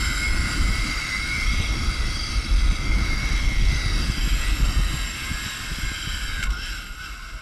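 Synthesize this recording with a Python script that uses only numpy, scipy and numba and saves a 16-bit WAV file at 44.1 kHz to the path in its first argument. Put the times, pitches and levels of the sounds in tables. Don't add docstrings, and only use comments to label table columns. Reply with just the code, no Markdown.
import sys
import numpy as np
from scipy import signal
from scipy.fft import rfft, irfft
from scipy.io import wavfile
from scipy.ndimage import uniform_filter1d
from numba import njit

SR = 44100
rng = np.random.default_rng(int(sys.argv[2]) if len(sys.argv) > 2 else 0)


def ratio(d):
    e = np.asarray(d, float) / 20
    return 10 ** e


def master_out(mix):
    frames = np.transpose(np.atleast_2d(mix))
    ceiling = np.clip(frames, -1, 1)
    pcm = np.round(ceiling * 32767).astype(np.int16)
    wavfile.write(sys.argv[1], SR, pcm)


N = 326781


def seconds():
    return np.arange(N) / SR


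def curves(table):
    s, *columns = np.transpose(table)
    return [np.interp(seconds(), s, column) for column in columns]


def bumps(rows):
    t, total = seconds(), 0
    for s, size, *span in rows:
        total = total + size * np.interp(t, [s - abs(span[0]), s, s + abs(span[-1])], [0, 1, 0])
    return total


def unit(x):
    return x / np.sqrt(np.mean(x ** 2))


def walk(rate):
    hold = int(SR / rate)
    steps = np.repeat(rng.standard_normal(N // hold + 1), hold)
    return unit(uniform_filter1d(uniform_filter1d(steps, hold), hold)[:N])


def coloured(points):
    hz, db = np.transpose(points)
    log_f = np.log(np.maximum(np.arange(N // 2 + 1) * SR / N, 1))
    log_hz = np.log(hz)
    outside = np.maximum(log_hz[0] - log_f, 0) + np.maximum(log_f - log_hz[-1], 0)
    gain = ratio(np.interp(log_f, log_hz, db) - 29.0 * outside)
    return unit(irfft(rfft(rng.standard_normal(N)) * gain, N))


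def highpass(x, hz):
    return signal.sosfilt(signal.butter(4, hz, "high", fs=SR, output="sos"), x)


@njit
def svf(x, hz, width, bend):
    y, band, low = np.empty(len(x)), 0., 0.
    rest, damping = np.tan(np.pi * hz / SR), width / hz
    for i in range(len(x)):
        g = rest * bend[i]
        v = (band + g * (x[i] - low)) / (1 + g * (g + damping))
        band, low, y[i] = 2 * v - band, low + 2 * g * v, damping * v
    return y


# start_s, peak_db, length_ms
SLAPS = [(0.092, -30, 13), (0.239, -29, 7.2), (0.89, -34, 9.1), (1.597, -17.5, 7.3), (2.081, -34, 6.1),
         (2.17, -30, 2.7), (2.717, -22.5, 6.4), (3.234, -26.5, 6.3), (3.312, -25, 8.8), (3.515, -26, 6.1),
         (3.622, -24, 5.7), (3.723, -20, 5.9), (3.86, -24.5, 4.9), (4.095, -21, 5.6), (4.178, -28.5, 3.8),
         (4.273, -23, 3.5), (4.326, -25.5, 6.9), (4.365, -25, 5.9), (4.601, -21.5, 4.9),
         (4.786, -18.5, 6.5), (4.938, -24.5, 7.2), (5.311, -22, 6.4), (5.714, -25.5, 4), (5.784, -26, 3.5),
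         (5.833, -28, 6.9), (5.915, -27.5, 3.2), (6.073, -26.5, 3.7), (6.589, -39, 2.7), (4.626, -21, 4.7),
         (4.417, -31, 5), (5.643, -35, 3.8), (5.462, -33, 4.4), (1.53, -23, 8), (.69, -28, 6),
         (6.39, -33, 5.3), (3.76, -28, 5.7)]


def slaps():
    t = seconds()
    slap, stir, calm = np.zeros(N), np.zeros(N), np.ones(N)
    for s, db, ms in SLAPS:
        age = (t - s) / (max(ms, 2) / 1000) - 1
        bell = ratio(db) * np.exp(-3.0 * np.minimum(age ** 2, 20))
        slap = slap + 1.7 * (1 - 5.0 * age ** 2) * bell
        front = 3.0 * age * np.exp(-np.minimum((3.5 * age) ** 2, 40))
        slap = slap - 1.47 * ratio(db) * front
        calm = calm * (1 - 0.4 * np.exp(-np.minimum((age / 7 - 1.1) ** 2, 40)))
        stir = stir + .3 * ratio(db) * np.exp(-.3 * np.minimum(age ** 2, 99))
    return slap, stir, calm


# time_s, airspeed_db, port_turned_into_stream_db
WIND = [(0, -1.5, -9), (.9, 1.5, -8), (1.2, -6.5, -9.5), (1.36, -1.5, -13), (1.5, -4, 9), (1.65, 2, -2.5),
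        (2.2, -1.5, 1), (2.6, -3.5, 6), (2.9, 1.5, -3), (3.5, -0.5, 2.5), (3.9, 3, -4.5), (4.3, -2.5, 2),
        (4.7, 1, 1.5), (4.97, -1.5, -1.5), (5.14, -6, -8.5), (6.45, -9.5, -2), (6.7, -12, 1.5),
        (7.41, -20.5, -0.5)]
# centre_s, level_db, half_length_s
GUSTS = [(0, 9, .03), (.33, 13, 0.21), (.62, 12, 0.16), (.78, 6, 0.035), (.89, 5, 0.047), (1.19, 7.5, 0.15),
         (2.25, -4.5, 0.096), (2.45, -9, 0.068), (2.74, -5, 0.042), (3.53, -7, 0.038), (3.96, 5, 0.075),
         (4.29, -7, 0.06), (4.58, -14, 0.051), (5.22, 8, 0.032), (5.33, 8.5, 0.13), (5.74, 6, 0.053),
         (5.85, 11.5, 0.058), (6.0, -3, 0.083), (6.13, 13, 0.092), (6.29, 12.5, 0.023), (6.47, 15, .1),
         (6.97, -5, 0.059), (7.05, 2, 0.065), (7.35, 9, 0.065), (4.05, -5, 0.042), (4.73, -10, 0.04),
         (5.55, -8, 0.071), (1.08, -4, 0.1), (4.15, -7, 0.031), (4.84, -7, .025), (5.12, -4, .06),
         (5.43, -2, 0.04), (5.65, 4.5, 0.043), (3.2, -7, .05), (2.47, 6, 0.045), (2.57, -4, 0.044),
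         (3.96, -3, .04), (.08, 3.5, 0.075), (6.37, 4, .04), (1.47, -6, .05), (1.77, 6, .05),
         (1.95, -5, 0.054), (2.55, 4, .06), (2.67, 4, .05), (2.91, 7.5, .05), (3.39, -4, 0.037),
         (3.45, 5, .04), (3.67, 5, 0.063), (4.65, 6, .05), (5.7, 3, .06), (6.15, -4, .1), (3.87, -3, .04),
         (.06, 3, .06)]
# freq_hz, density_db
BUFFET = [(18, -5), (33, -0.5), (48, 3), (64, -9)]
# freq_hz, density_db
FLUTTER = [(70, 1), (140, -7.5), (330, -12.5), (390, -28.5)]
# freq_hz, density_db
RUSH = [(330, 3.5), (450, 3), (700, 2), (1000, -0.5), (1400, 0.5)]
BUFFET_DB, FLUTTER_DB, RUSH_DB = -21, -31.5, -44
FLUTTER_SHARES, RUSH_SHARES = (1, 0.11, 0.37), (0.76, .1, 0.22)


def wind():
    flow_db = np.array(curves(WIND) + [bumps(GUSTS)])
    buffet_db = BUFFET_DB + flow_db.sum(axis=0)
    flutter_db = FLUTTER_DB + FLUTTER_SHARES @ flow_db
    rush_db = RUSH_DB + RUSH_SHARES @ flow_db
    gust = walk(rate=16)
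    slap, stir, calm = slaps()
    buffet = calm ** 0.39 * ratio(buffet_db + 0.11 * gust) * coloured(BUFFET)
    flutter_level = calm * ratio(flutter_db + 0.4 * gust + 0.67 * walk(rate=40)) + stir
    rush_level = ratio(rush_db + 0.39 * gust + 0.88 * walk(rate=25)) + 0.027 * stir
    return buffet + flutter_level * coloured(FLUTTER) + rush_level * coloured(RUSH) + slap


# time_s, pitch_hz, level_db
PULLEY = [(6.93, 790, -71), (6.98, 795, -67), (7.06, 810, -68), (7.12, 730, -64), (7.22, 660, -66),
          (7.35, 660, -63), (7.41, 625, -63)]


def pulley():
    pitch_hz, level_db = curves(PULLEY)
    return np.sqrt(2) * ratio(level_db) * np.sin(2 * np.pi * np.cumsum(pitch_hz) / SR)


# time_s, pitch_hz, level_db
BRAKE = [(6.39, 1570, -52), (6.43, 1550, -39), (6.5, 1420, -42), (6.565, 1410, -35), (6.61, 1585, -41),
         (6.67, 1680, -41), (6.73, 1600, -39), (6.79, 1440, -43), (6.9, 1410, -47), (7.02, 1500, -40),
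         (7.06, 1460, -38.5), (7.1, 1265, -47), (7.3, 1330, -54), (7.41, 1330, -59)]
# share_of_pitch, level_db
DRAG = [(1, -1.5), (1.06, -11), (.945, -14), (.885, -10)]


def scrape():
    pitch_hz, level_db = curves(BRAKE)
    out = 0
    for share, part_db in DRAG:
        level = ratio(level_db + part_db + 1.6 * walk(rate=40))
        rough_hz = share * uniform_filter1d(pitch_hz, 900) + 12 * walk(rate=200)
        out = out + level * np.sin(2 * np.pi * np.cumsum(rough_hz) / SR)
    return np.sqrt(2) * out * (seconds() > BRAKE[0][0])


# peak_s, over_rest_db, rise_s, fall_s
RASPS = [
    (6.52, 19, .025, 0.12),
    (6.64, 31.6, 0.13, 0.46),
    (7.06, 24, 0.09, .08),
]
# freq_hz, density_db
RASP = [(2600, -24), (3100, 12), (3600, -8), (4900, -6), (5400, 12.5), (5800, -12)]
# peak_s, over_rest_db, rise_s, fall_s
HUMS = [
    (6.49, 25, 0.079, 0.098),
    (7.2, 13, 0.13, 0.34),
]
RASP_REST_DB, HUM_REST_DB, HUM_HZ, HUM_WIDTH_HZ = -69, -64.5, 1068., 32.


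def brake():
    rasp = ratio(RASP_REST_DB + bumps(RASPS)) * coloured(RASP)
    hum = unit(svf(rng.standard_normal(N), HUM_HZ, HUM_WIDTH_HZ, np.ones(N)))
    return scrape() + pulley() + rasp + ratio(HUM_REST_DB + bumps(HUMS)) * hum


# peak_s, change_hz, rise_s, fall_s
SURGES = [(.11, -.8, .11, .15), (.26, 1.3, .15, .11), (.37, -1, .11, .11), (.48, .8, .11, .14),
          (.6, -.5, .14, .2), (.82, 3.6, .2, .08), (.9, 2.3, .08, .1), (1.0, 3, .1, .13),
          (1.18, .9, .08, .05), (1.25, -.1, .05, .12), (1.37, 2.9, .12, .16), (1.93, 3.2, .26, .05),
          (1.98, 2.9, .05, .05), (2.03, 1.2, .05, .09), (2.15, 1.9, .08, .2), (2.35, 1.5, .2, .26),
          (2.61, -.9, .26, .34), (2.95, 3.9, .34, .13), (3.08, 1.3, .13, .07), (3.15, -1.9, .07, .05),
          (3.2, -2.6, .05, .25), (3.45, -.3, .25, .24), (3.69, -1.2, .24, .11), (3.8, .7, .11, .09),
          (3.89, -.3, .09, .12), (4.01, -5.2, .12, .12), (4.13, -1.1, .12, .08), (4.21, -2.8, .08, .09),
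          (4.3, -.6, .08, .11), (4.41, -1.1, .11, .15), (4.95, 1.1, .08, .11), (5.16, .6, .1, .15),
          (6.2, -.6, .09, .1), (6.44, -1.8, .12, .1)]
CRUISE_HZ, CLIMB_S, SAG_HZ_PER_S = 102.2, 3.99, 6.8


def wheel():
    return CRUISE_HZ - SAG_HZ_PER_S * np.maximum(seconds() - CLIMB_S, 0) + bumps(SURGES)


def partial(order, turn, swell_db):
    slip = 2 * np.pi * rng.random() + .52 * walk(rate=30)
    return np.sqrt(2) * ratio(swell_db * walk(rate=18) - 1.55) * np.sin(order * turn + slip)


# time_s, strand_bite_db, side_plate_facing_db
WHINE = [(0, -44, -35), (.9, -46, -36.5), (1.16, -41, -36), (1.32, -49, -31.5), (1.76, -50.5, -39),
         (2.1, -48.5, -56), (2.42, -51, -37.5), (2.64, -52.5, -61), (2.86, -50, -41), (3.5, -48, -34.5),
         (3.84, -40.5, -46), (4.08, -48.5, -43.5), (4.84, -44, -49), (5.28, -48, -38.5),
         (5.6, -45.5, -47.5), (5.9, -51, -35.5), (6.16, -45, -50), (6.4, -39, -32)]
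# centre_s, level_db, half_length_s
SWELLS = [
    [(5.3, 6, .18), (5.62, 4, .08), (6.25, -5, .2)],
    [(1.75, 8, .25), (2.25, 5, .2), (2.9, 11, .15), (3.35, 8, .12), (4.3, 11, .15), (5.4, 9, .2),
     (5.9, 7, 0.22), (6.4, 9, .08)],
    [(.1, -4, 0.13), (.4, 4, .15), (.9, 4, 0.27), (1.6, 7, .15), (.6, -6, .08), (1.25, -7, .08),
     (1.9, -9, .12), (2.05, 9, 0.13), (4.35, -8, .1), (4.85, 3, 0.16), (5.5, 5, .2), (6.38, 8, 0.073)],
    [(.65, 6, 0.13), (1.05, -11, 0.1), (1.78, -6, .15), (2.55, -3, .08), (2.65, 8, 0.11), (2.95, 5, .12),
     (4.45, 5, .1), (5.3, -7, .15), (1.4, 9, .07), (.27, 5, .07), (1.17, 5, 0.092), (5.7, 5, .18)],
    [(.25, 5, .1), (.65, -7, 0.1), (.98, 3, 0.096), (1.33, 4.5, 0.066), (1.5, 6, 0.044), (2.45, 3.5, .1),
     (3.1, 5, .06), (4.12, 9, .08), (5.9, -6, .25), (6.38, -10, .1), (1.2, -4, 0.068)],
    [(1.35, 9, .1), (1.55, 7, .1), (1.88, 12, .12), (2.35, 9, .25), (2.9, 11, .25), (3.5, 5, .1),
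     (.6, -4, .2)],
]
CHEEK_HZ, CHEEK_WIDTH_HZ = 2150, 160
LOW_DB, FRAME_HZ, FRAME_WIDTH_HZ = -47, 1560, 234


def whine(turn):
    wheel_hz, (bite_db, facing_db) = wheel(), curves(WHINE)
    out = 0
    for order in np.arange(17, 25):
        pitch_hz = order * wheel_hz
        cheek = 1 / np.sqrt(1 + (2 * (pitch_hz - CHEEK_HZ) / CHEEK_WIDTH_HZ) ** 2)
        if order < 19:
            size = ratio(LOW_DB) / np.sqrt(1 + (2 * (pitch_hz - FRAME_HZ) / FRAME_WIDTH_HZ) ** 4)
        elif order < 21:
            size = ratio(bite_db) * (.45 + 4 * cheek ** 2)
        else:
            size = ratio(facing_db) * cheek ** 2.4 + (order == 21) * .35 * ratio(bite_db)
        passing_db = bumps(SWELLS[order - 17]) if order < 23 else 0
        out = out + size * ratio(passing_db) * partial(order, turn, 2.8)
    return out


# start_s, peak_db, length_ms, bright_share
KNOCKS = [(6.4262, -12.5, 2, .25), (6.431, -27, 3, .6), (6.436, -20, 2.6, 1.), (6.454, -26, 3.5, .1),
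          (6.467, -26, 3, .1), (6.503, -26, 3, .8), (6.523, -31, 3, .5), (6.818, -32, 6, .3),
          (6.864, -31, 4, .3), (7.007, -31, 4, .3), (7.034, -31, 4.9, .3), (7.055, -31, 3, .4),
          (7.061, -31, 3, .4), (7.141, -35, 3, .5), (7.196, -37, 3, .5), (7.221, -38, 3, .5),
          (7.296, -38, 3, .5)]


def knocks():
    rattle, crack, t = np.zeros(N), np.zeros(N), seconds()
    for s, db, ms, bright in KNOCKS:
        age = np.maximum(t - s, 0) / (max(ms, .5) / 1000)
        shape = ratio(db + 28.5) * 4 * age * np.exp(-1.5 * age)
        rattle = rattle + shape
        crack = crack + bright * shape
    return rattle, crack


# centre_s, contact_db, rise_s, fall_s
BOUNCES = [
    (6.485, -8, .035, 0.025),
    (6.56, -5, 0.088, 0.1),
    (6.93, -4, 0.18, 0.099),
    (7.18, -2.5, 0.054, 0.13),
]
# freq_hz, density_db
HISS = [(1000, 0), (2000, 0), (5500, -3), (7000, -7.5), (11000, -12.5), (13000, -24), (14000, -28),
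        (15300, -34)]
HISS_DB = -45.5


def rolling_hiss(pressure, twist):
    hiss = coloured(HISS)
    shade = ratio(7.2 * twist + .8 * bumps(BOUNCES)) - 1
    hiss = hiss + shade * highpass(hiss, 11000)
    grit = ratio(3.2 * walk(rate=500) + 1.6 * walk(rate=5))
    return ratio(HISS_DB) * pressure * grit * hiss


# freq_hz, width_hz, level_db, per_twist_db, per_lean_db,
# per_nod_db
PLATES = [(1056, 35, -18.5, 5.5, 1.5, 0), (1269, 84, -9, -1.5, -1, 2.5), (1443, 102, -7, 2.5, 4, 3.5),
          (1592, 170, -10.5, 3, 6, 1.5), (2164, 120, -6, -2.5, 0.5, 0.5), (2672, 174, -10, 2.5, 3.5, -3),
          (3089, 128, -13, 5, -4.5, -2.5), (3322, 85, -13.5, -4, -1.5, -2), (3856, 220, -9.5, 0, 0.5, -2.5),
          (4440, 320, -21.5, -7, -5, 7.5), (4760, 90, -8, -4, -0.5, 0.5), (5145, 190, -16.5, 4, 0, 8),
          (5375, 75, -10.5, -3, -0.5, 2.5), (5625, 310, -12.5, -2.5, 2, -1),
          (6147, 97, -19.5, -7, -1, -1.5), (6670, 480, -20, -1.5, 1, 2), (6980, 47, -29.5, -2.5, -4, -3),
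            (7395, 93, -13.5, 8.5, -4.5, 3), (8000, 150, -19.5, 4, 0, 0), (8540, 77, -19.5, -2, -6, 0.5),
            (9600, 310, -19.5, -1, -3.5, 3.5), (10300, 390, -22, -2, -7, 3),
            (11110, 190, -24.5, 6, 1, -2.5), (11560, 230, -23, 10, -1.5, -0.5), (12050, 800, -28, 6, -1, 0),
            (12750, 490, -31, 5, -4, -3), (13900, 500, -36, 5, 0, 2), (14250, 280, -30, 0, -2.5, 4)]
# plate_hz, centre_s, level_db, half_length_s
GLINTS = [(2162, 4.05, -5, .18), (1269, 3.67, -4, .25), (1269, 4.73, 3.5, 0.33), (1269, 5.72, -4, 0.38),
          (1056, 3.65, -7, .2), (1443, 1.73, -3.5, .3), (1443, 3.15, -4, .2), (1590, 4.6, -5, .2),
          (2685, 3.25, -5, .35), (2685, 1.55, -2, .45), (3110, 4.05, 4, 0.22), (3110, 4.65, -3, .5),
          (3110, 6.15, 7, .3), (3325, 4.7, -5, .55), (3325, 3.75, -5, .2), (3325, 6.15, 2, .2),
          (3860, 3.86, 4, 0.32), (4745, 4.05, 4.5, .2), (4745, 1.75, -2.5, .3), (4745, 3.1, -1.5, .5),
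          (4745, 5.65, 2, .6), (5150, .2, 5, .25), (5150, 0.92, -7, 0.33), (5150, 3.75, 4, .2),
          (5150, 5.5, -4, .35), (5360, .35, -6, .45), (5360, 3.12, -3, 0.23), (5630, 2.75, -4, 0.65),
          (5630, 5.8, 4, 0.58), (6147, 3.7, 3.5, .45), (6147, 5.8, -3.5, .5), (6660, .9, 4.5, .35),
          (6660, 4.6, 4, .35), (7405, 3.15, -10, 0.27), (8000, 0.18, 3, .4), (8550, 1.25, 6, .35),
          (8550, 3.3, -9, .35), (8550, 4.65, 3.5, .5), (8550, 6.75, 6, .2), (9595, .35, 4, .35),
          (9595, 1.05, -5, .2), (9595, 4.6, -7, .3), (9595, 3.7, 4, .4), (11560, 3.55, 4, .35),
          (12750, 4.55, 5, .5), (12750, 6.0, -4, .4), (12750, 2.3, -4, .6), (14250, 2.1, -4, .5)]
ROLL_DB = -37


def plates(push, twist, lean, nod):
    parts = PLATES
    all_hz, out = np.transpose(parts)[0], 0
    for k, (hz, width, db, by_twist, by_lean, by_nod) in enumerate(parts):
        bend = 1 + .005 * (np.cos(k) * lean + np.sin(k) * nod)
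        ring = svf(push, 1. * hz, 1. * width, bend) * np.sqrt(SR / 2 / width)
        ring = svf(ring, 1. * hz, 4.5 * width, bend)
        glints = [row[1:] for row in GLINTS if np.argmin(abs(all_hz - row[0])) == k]
        seen_db = db + by_twist * twist + by_lean * lean + by_nod * nod
        seen_db = seen_db + 1.04 * walk(rate=7) + bumps(glints)
        out = out + (-1) ** k * ratio(seen_db) * ring
    return ratio(ROLL_DB) * highpass(out, 1000)


def echo(x, twist, lean):
    lag_ms = 1.102 + 0.342 * twist + 0.25 * lean + 0.055 * walk(rate=2.958)
    late = np.interp(np.arange(N) - lag_ms * SR / 1000, np.arange(N), x)
    return x + .25 * late


# time_s, rolling_db, twist, lean, nod (pose units, about -1..1)
POSE = [(0, 3.5, 0.6, -0.53, 0.55), (.45, 2.5, -0.048, 0.012, 1), (.75, 3, 0.035, -0.13, 0.68),
        (1.05, 3, -0.46, 0.44, 0.69), (1.4, 2, -0.47, 0.25, 0.52), (1.6, 2, -0.52, -0.23, -1.7),
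        (1.8, 0.5, -0.7, 0.19, 0.45), (2.2, -.5, -1.3, -0.36, -0.37), (2.8, -0.6, -0.82, -0.16, -0.45),
        (3.1, 1, -0.82, 0.81, 0.43), (3.6, 1, -0.41, -0.16, -1.5), (3.85, 1.5, -0.65, 0.52, 0.3),
        (4.25, 2, 0.41, -0.4, -0.65), (5.3, 1.1, 0.52, -0.49, -0.35), (6.25, -0.5, 0.55, -0.31, 0.097),
        (6.6, -2, 0.49, 0.73, -0.53), (6.9, -4.5, 0.85, 0.2, -0.44), (7.41, -10, 0.34, 0.85, 0.25)]
# wheel_rate_multiple,
# over_rolling_noise_db
GROOVE = [(14, -26), (26, -28), (27, -30), (37, -33), (38, -33), (41, -26), (42, -23), (43, -23), (44, -26)]
# freq_hz, density_db
THUD = [(1400, -8), (1570, 6), (2100, -3), (3100, 2), (5000, -16)]
# freq_hz, density_db
SNAP = [(2500, -3), (8000, 5), (11500, -11), (15000, -14)]
SNAP_DB = -42


def trolley():
    turn = 2 * np.pi * np.cumsum(wheel() + .2 * walk(rate=20)) / SR
    level_db, twist, lean, nod = curves(POSE)
    throb = 1 + 0.019 * np.sin(turn)
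    flicker = ratio(0.57 * walk(rate=12) + 0.22 * walk(rate=330))
    pressure = ratio(level_db + bumps(BOUNCES)) * throb * flicker
    free = seconds() < KNOCKS[0][0]
    marks = sum(ratio(db) * partial(order, turn, 2.9) for order, db in GROOVE)
    rattle, crack = knocks()
    push = pressure * (rng.standard_normal(N) + free * marks)
    push = push + 0.39 * (rattle - crack) * coloured(THUD) + crack * rng.standard_normal(N)
    snap = ratio(SNAP_DB) * crack * coloured(SNAP)
    body = plates(push, twist, lean, nod) + rolling_hiss(pressure, twist) + snap
    return echo(body, twist, lean) + free * whine(turn) + brake()


def scene():
    return (wind() + trolley())[None]


def low_pass(x):
    return signal.sosfilt(signal.butter(12, 15330, fs=SR, output="sos"), x)


def record(dry):
    squeeze = 2.4
    mix = np.tanh(squeeze * dry) / squeeze
    return low_pass(mix)


dry = scene()
out = record(dry)
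master_out(out)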